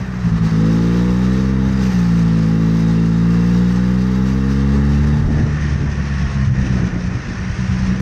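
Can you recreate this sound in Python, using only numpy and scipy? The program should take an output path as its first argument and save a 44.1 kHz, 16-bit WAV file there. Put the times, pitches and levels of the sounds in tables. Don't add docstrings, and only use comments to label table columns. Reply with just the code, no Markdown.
import sys
import numpy as np
from scipy import signal
from scipy.fft import rfft, irfft, next_fast_len
from scipy.io import wavfile
from scipy.ndimage import uniform_filter1d, minimum_filter1d, map_coordinates

SR = 44100
rng = np.random.default_rng(int(sys.argv[2]) if len(sys.argv) > 2 else 0)


def master(y):
    cut = np.clip(np.atleast_2d(y).T, -1, 1)
    pcm = np.round(cut * 32767)
    wavfile.write(sys.argv[1], SR, pcm.astype(np.int16))


def level_to_linear(level):
    exponent = np.asarray(level, float) / 20
    return 10 ** exponent


N = 353241


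def unit(x):
    return x / np.sqrt(np.mean(x ** 2) + 1e-20)


def between(pair, share):
    return pair[0] + (pair[1] - pair[0]) * share


def along(points, hz):
    f, v = np.transpose(points)
    return np.interp(np.log(hz + 1), np.log(f + 1), v)


def curves(rows):
    s, *cols = np.transpose(rows)
    return [np.interp(np.arange(N) / SR, s, c) for c in cols]


def wobble(rate):
    knots = rng.standard_normal(int(N * rate / SR) + 4)
    return map_coordinates(knots, [np.arange(N) * rate / SR])


def filtered(x, response):
    m = 2 * next_fast_len(N // 2 + SR // 4)
    return irfft(rfft(x, m) * response(np.fft.rfftfreq(m, 1 / SR)), m)[..., :N]


def causal(db):
    cepstrum = irfft(np.log(level_to_linear(db)))
    half = len(cepstrum) // 2
    folded = np.r_[cepstrum[0], 2 * cepstrum[1:half], cepstrum[half], np.zeros(half - 1)]
    return np.exp(rfft(folded))


def smooth_field(shape, bins, frames, axis):
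    field = uniform_filter1d(rng.standard_normal(shape), size=bins, axis=axis)
    return unit(uniform_filter1d(field, size=frames, axis=axis + 1))


def rush(response, patchy_db):
    z = signal.stft(rng.standard_normal(N), nperseg=1024)[2]
    patches = level_to_linear(patchy_db * smooth_field(z.shape, 3, 7, axis=0))
    noise = signal.istft(z * patches, nperseg=1024)[1][:N]
    return unit(filtered(noise, response))


def coloured(points, patchy_db):
    return rush(lambda hz: level_to_linear(along(points, hz)), patchy_db)


def low_pass(x, corner_hz, power):
    return filtered(x, lambda hz: 1 / (1 + (hz / corner_hz) ** power))


# (time [s], turns per second [Hz])
SHAFT_SPEED = [(0, 64.7), (.2, 60.48), (.32, 55.49), (.6, 53.93), (1, 59.67), (1.49, 65.57), (1.76, 65.56),
               (2.05, 57.85), (2.4, 54.74), (3.1, 56.01), (4.19, 63.85), (4.8, 70), (5.3, 74.9),
               (5.6, 74.12), (6.3, 68.54), (6.95, 59.6), (7.3, 61.18), (8.01, 63.34)]


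def crankshaft():
    speed_hz = curves(SHAFT_SPEED)[0]
    return np.cumsum(speed_hz) / SR, speed_hz


# (time [s], strength [dB], load [0-1]); load sharpens the pulse and steadies the firing
COMBUSTION = [(0, -14.5, 0), (.25, -3.5, 0.08), (.5, 3, .35), (.65, -2.5, 0.92), (1.15, -3, 1),
              (1.7, -3.5, 0.66), (2.1, 0, 0.45), (2.55, 0.5, 0.82), (3.3, 1, 0.64), (4.1, -2.5, 0.79),
              (4.9, -2.5, 0.59), (5.4, -6.5, 0.54), (5.8, -9.5, 0), (6.5, -7, 0.02), (7, -7, .05),
              (7.3, -17.5, 0.2), (7.65, -9.5, 0), (8.01, -4, 0.37)]
# (time [s], depth of the fade [dB], fade length [s])
CATCHES = [(0.086, 7, 0.05), (0.192, 7.5, 0.11), (0.241, 9.5, .05), (0.326, 8, .045), (.413, 8.5, 0.058),
           (0.525, 10, 0.058), (0.568, 4, 0.08), (1.936, 8.5, .03), (5.291, 9.5, 0.019),
           (5.504, 11.5, 0.011), (5.636, 4.5, 0.065), (5.846, 7.5, .09), (5.98, 7, 0.091),
           (6.099, 6, 0.091), (6.224, 3.5, .1), (6.354, 8, 0.11), (6.481, 7.5, 0.044), (6.571, 8, 0.031),
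           (6.704, 8, 0.073), (6.821, 7.5, 0.05), (6.927, 10.5, .06), (7.038, 5.5, 0.12), (7.156, 4, 0.17),
           (7.282, 16, 0.15), (7.394, 13, 0.035), (7.582, 13, .1), (7.7, 13, 0.036), (7.806, 3, 0.069),
           (7.882, 5, 0.04), (8.004, 8.5, 0.073)]
# (frequency [Hz], level of a firing order [dB])
PIPE = [(20, -53), (54, -20), (72, -11.5), (110, -18), (143, -15), (163, -7), (187, -5), (199, -9),
        (222, -11.5), (246, -19), (264, -14), (390, -34), (470, -27.5), (580, -48.5), (900, -91)]
# (load [0-1], level [dB])
THUMP = [(0, 5.5), (.5, 1), (1, 3.5)]
GROWL_DB, BARK_DB = (-17, -0.5), (-18, 7.5)
ROUGH, STEADY_LOAD = (.17, .045), .35
CHAMBER_HZ, CHAMBER_WIDTH_HZ, LEAD_RAD = 250, 60, 1.1


def exhaust(turns):
    strength_db, load = curves(COMBUSTION)
    thump_db = np.interp(load, *np.transpose(THUMP))
    growl_db, bark_db = between(GROWL_DB, load), between(BARK_DB, load)
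    rough = between(ROUGH, np.clip(load / STEADY_LOAD, 0, 1))

    at = np.interp(np.arange(.3, turns[-1]), turns, np.arange(N))
    sample = at.astype(int)
    chance = rng.standard_normal((len(at), 2))
    uneven = np.clip(rough[sample], 0, 1)
    s, depth_db, length = np.transpose(CATCHES)
    faded = 1 + (at[:, None] / SR + 0.0092 - s) / length
    fade_db = np.sum(depth_db * np.clip(3.5 * faded, 0, 1) * (faded < 1), axis=1)
    size = level_to_linear(strength_db[sample] - fade_db + 2.2 * uneven * chance[:, 0]) * SR / 120
    late = np.clip(at + 0.0028 * SR * uneven * chance[:, 1], 0, N - 1).astype(int)
    blows = np.bincount(late, size, N)
    half_turn = ((at[1:] + at[:-1]) / 2).astype(int)
    breath = np.bincount(half_turn, 0.12 * size[:-1], N)

    def pipe_response(hz):
        chamber = CHAMBER_HZ ** 2 - hz * hz + 1j * hz * CHAMBER_WIDTH_HZ
        delay = np.exp(1j * LEAD_RAD) * np.conj(chamber) / chamber
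        return causal(along(PIPE, hz)) * delay

    pipe = filtered(blows + low_pass(breath, 300, 6), pipe_response)
    thump = low_pass(pipe, 153, 18)
    bark = pipe - low_pass(pipe, 345, 10)
    growl = pipe - bark - low_pass(pipe, 215, 12)
    raps = filtered(np.bincount(sample, size, N), panels)
    near = pipe + (level_to_linear(thump_db) - 1) * thump + (level_to_linear(growl_db) - 1) * growl + (level_to_linear(bark_db) - 1) * bark
    return scattered(near + level_to_linear(bark_db - 42.5) * raps, rough)


def scattered(x, rough):
    hz, t, z = signal.stft(x, SR, nperseg=2048)
    field = smooth_field((2,) + z.shape, 2, 7, axis=1)
    by_pitch = .5 * np.clip(hz[:, None] / 450, 0, 1) ** 2
    by_roughness = 0.57 * np.clip(np.interp(t, np.arange(N) / SR, rough), 0, .3)
    level, arrival = (by_pitch + by_roughness) * field
    return signal.istft(z * np.exp(0.45 * level + 1j * arrival), SR, nperseg=2048)[1][:N]


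# (resonance [Hz], width [Hz], level [dB])
PANELS = [(652, 8.7, -9), (843, 32, -0.5), (1193, 145, -3), (1440, 18, -10.5), (2694, 67, -9),
          (3820, 210, -10)]


def panels(hz):
    modes = sum((-1) ** k * level_to_linear(db) * 1j * hz * width / (centre ** 2 - hz * hz + 1j * hz * width)
                for k, (centre, width, db) in enumerate(PANELS))
    return np.exp(-(hz / 5000) ** 4) * modes


# (time [s], level [dB])
DRAG = [(0.0, -48.5), (0.09, -51), (0.38, -43), (1.2, -38), (1.63, -43), (1.87, -37.5), (2.25, -40),
        (3.39, -39.5), (3.43, -38.5), (5.49, -46), (5.69, -44), (5.78, -48), (6.22, -44.5), (6.58, -47),
        (6.67, -42), (6.96, -47.5), (7.92, -43), (8.01, -47)]
# (time [s], share of the pulling colour [0-1])
PULL = [
    (0, 0.6),
    (.3, 0.98),
    (5.2, 1),
    (5.6, 0),
    (8.01, 0),
]
# (time [s], lift [dB])
BUMPS = [(.45, 6), (1.299, -2), (1.85, 2), (2.1, 1), (2.25, -1.5), (2.8, 3.5), (3.55, 1), (3.719, 4.5),
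         (4.28, 4), (4.52, 3.5), (6.15, 0), (7.85, 2)]
BUMP_S, BUMP_SHARES = 0.032, (.4, 0.85, 1.5)
HOOD_SWINGS = 0.53


def running_gear(turns, speed_hz):
    drag_db = curves(DRAG)[0]
    pull = np.clip(curves(PULL)[0], 0, 1)
    t = np.arange(N) / SR
    clods = sum(db * np.exp(-((t - s) / BUMP_S) ** 2) for s, db in BUMPS)
    to_hood, to_hiss, to_fizz = np.outer(BUMP_SHARES, clods)
    snow_db = drag_db + 0.43 * wobble(5.9)
    hood_db = drag_db.mean() + HOOD_SWINGS * (drag_db - drag_db.mean())
    puff = np.cos(2 * np.pi * turns)
    jolts = 0.82 * wobble(22) + 0.95 * wobble(70) + 1.0 * puff
    under_hood = hood_rush(hood_db + to_hood, pull, puff) + cowl_ring(hood_db, pull, speed_hz)
    return under_hood + snow_hiss(snow_db + to_hiss + jolts, pull) + belt_fizz(snow_db + to_fizz, jolts)


def blend(pull, pulling, coasting, patchy_db):
    return (np.sqrt(pull) * coloured(pulling, patchy_db)
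            + np.sqrt(1 - pull) * coloured(coasting, patchy_db))


# (frequency [Hz], level [dB per Hz])
HOOD_PULLING = [(200, -13.5), (420, 6), (610, -9.5), (760, -4.5), (1000, -4), (1500, -4), (1900, -3),
                (2300, -13.5), (2660, -20.5), (3200, -23), (6000, -120)]
# (frequency [Hz], level [dB per Hz])
HOOD_COASTING = [(150, -26), (330, 6.5), (620, -2.5), (900, -1), (1300, 1.5), (1900, 2), (2250, -5),
                 (2600, -4.5), (3200, -21), (6000, -120)]


def hood_rush(drag_db, pull, puff):
    hum = level_to_linear(-6.0) * pull * rush(panels, patchy_db=3.0)
    air = blend(pull, HOOD_PULLING, HOOD_COASTING, patchy_db=0.65)
    return level_to_linear(drag_db + 10 + 0.28 * wobble(14) + 0.45 * puff) * (air + hum)


RING_DB = (3.5, -1.5)
RING_DB_PER_HZ, CRUISE_HZ = 0.39, 66.3


def cowl_ring(drag_db, pull, speed_hz):
    def cowl(hz):
        return (230 * hz / (1800 ** 2 - hz * hz + 230j * hz)) ** 2 * (hz < 6000)

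    ring_db = drag_db + between(RING_DB, pull) + RING_DB_PER_HZ * (speed_hz - CRUISE_HZ)
    return level_to_linear(ring_db + 1.6 * wobble(9) + 0.85 * wobble(45)) * rush(cowl, patchy_db=1.0)


# (frequency [Hz], level [dB per Hz])
SNOW_PULLING = [(1400, -10.5), (2400, -2.5), (3300, -8), (3800, -11.5), (4250, -5), (4900, -3.5),
                (6200, -5.5), (7300, -16), (8800, -18.5), (11200, -38.5), (12500, -96)]
# (frequency [Hz], level [dB per Hz])
SNOW_COASTING = [(1400, -17.5), (2400, 0), (3300, -4.5), (4300, -6.5), (5200, -4), (5600, -2), (6300, -5),
                 (7300, -19.5), (8800, -21.5), (10000, -33), (11300, -43.5), (12500, -93)]
HISS_DB = (4, 1)


def snow_hiss(snow_db, pull):
    grains = blend(pull, SNOW_PULLING, SNOW_COASTING, patchy_db=1.7)
    return level_to_linear(snow_db + between(HISS_DB, pull)) * grains


# (frequency [Hz], level [dB per Hz])
FIZZ = [(6650, -45.5), (11300, -10), (12000, -2), (12600, 2), (13200, 0.5), (15500, -20.5)]
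FIZZ_DB, BELT_SLACK_S = (-51, -23), 5.42
SPRAY_DB = 5.5


def belt_fizz(snow_db, jolts):
    tight = 1 / (1 + np.exp((np.arange(N) / SR - BELT_SLACK_S) / .04))
    spurts = SPRAY_DB * (1 - tight) * wobble(30)
    fizz_db = snow_db + between(FIZZ_DB, tight) + 1.3 * jolts + 1.5 * wobble(3.4) + spurts
    return level_to_linear(fizz_db) * coloured(FIZZ, patchy_db=3.0)


# (multiple of the turn, level [dB])
WHINE = [(10, -47), (12, -46), (16, -45), (24, -44)]
# (frequency [Hz], level [dB])
SHROUD = [(560, -16), (665, 0), (760, -18), (900, -14), (1050, -1), (1200, -3), (1450, 0), (1650, -10)]


def fan(turns):
    tones = 0
    for multiple, db in WHINE:
        phase = 2 * np.pi * multiple * turns + .6 * wobble(25)
        tones = tones + level_to_linear(db + 3 * wobble(3.5)) * np.sin(phase)
    return filtered(tones, lambda hz: level_to_linear(along(SHROUD, hz)))


# (time [s], level [dB])
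GUSTS = [(0, -39), (.4, -44), (.65, -45), (1.35, -51), (1.58, -39.5), (1.9, -44.5), (3.4, -56), (3.8, -46),
         (4.8, -45), (5.2, -36), (5.42, -30.5), (5.6, -38), (5.8, -32.5), (6.1, -41), (6.78, -33),
         (7.12, -33), (7.25, -38.5), (8.01, -37)]
# (time [s], peak level [dB], half length [s])
SQUALLS = [
    (5.309, -29.5, 0.052),
    (5.424, -30, 0.081),
    (5.758, -54.5, 0.069),
    (6.551, -45, 0.038),
    (6.79, -25, 0.07),
    (6.96, -39, 0.032),
    (7.994, -38, 0.031),
]
# (frequency [Hz], level [dB per Hz])
BUFFET = [(10, -21.5), (30, -0.5), (60, 5), (130, 7.5), (220, -19), (400, -40), (1000, -120)]
# (frequency [Hz], level [dB per Hz])
FLUTTER = [(100, -46.5), (220, 7), (400, -9), (700, -14), (1300, -41.5), (3000, -120)]


def wind():
    gust_db = curves(GUSTS)[0] + 1.9 * wobble(13)
    lumps = level_to_linear(wobble(28))
    t = np.arange(N) / SR
    squalls = sum(level_to_linear(db) * np.exp(-((t - s) / length) ** 2) for s, db, length in SQUALLS)
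    flutter = (level_to_linear(0.89 * gust_db - 1.5) + squalls) * coloured(FLUTTER, patchy_db=2.5)
    buffet = level_to_linear(gust_db + 15.5) * coloured(BUFFET, patchy_db=-5.5)
    return lumps * (buffet + flutter)


def scene():
    turns, speed_hz = crankshaft()
    return (exhaust(turns) + running_gear(turns, speed_hz) + fan(turns) + wind())[None]


def band_limit(x):
    return signal.sosfilt(signal.butter(12, 15620, fs=SR, output="sos"), x)


def record(dry):
    needed = np.minimum(1, 0.5 / (np.abs(dry) + 1e-9))
    lowest = minimum_filter1d(needed, size=1500)
    held = dry * uniform_filter1d(uniform_filter1d(lowest, size=700), size=700)
    held = held * np.clip((N - np.arange(N)) / (.004 * SR), 0, 1)
    mix = filtered(held, lambda hz: (hz < 15620) * hz ** 2 / (hz ** 2 + 14 ** 2))
    return band_limit(mix)


dry = scene()
out = record(dry)
master(out)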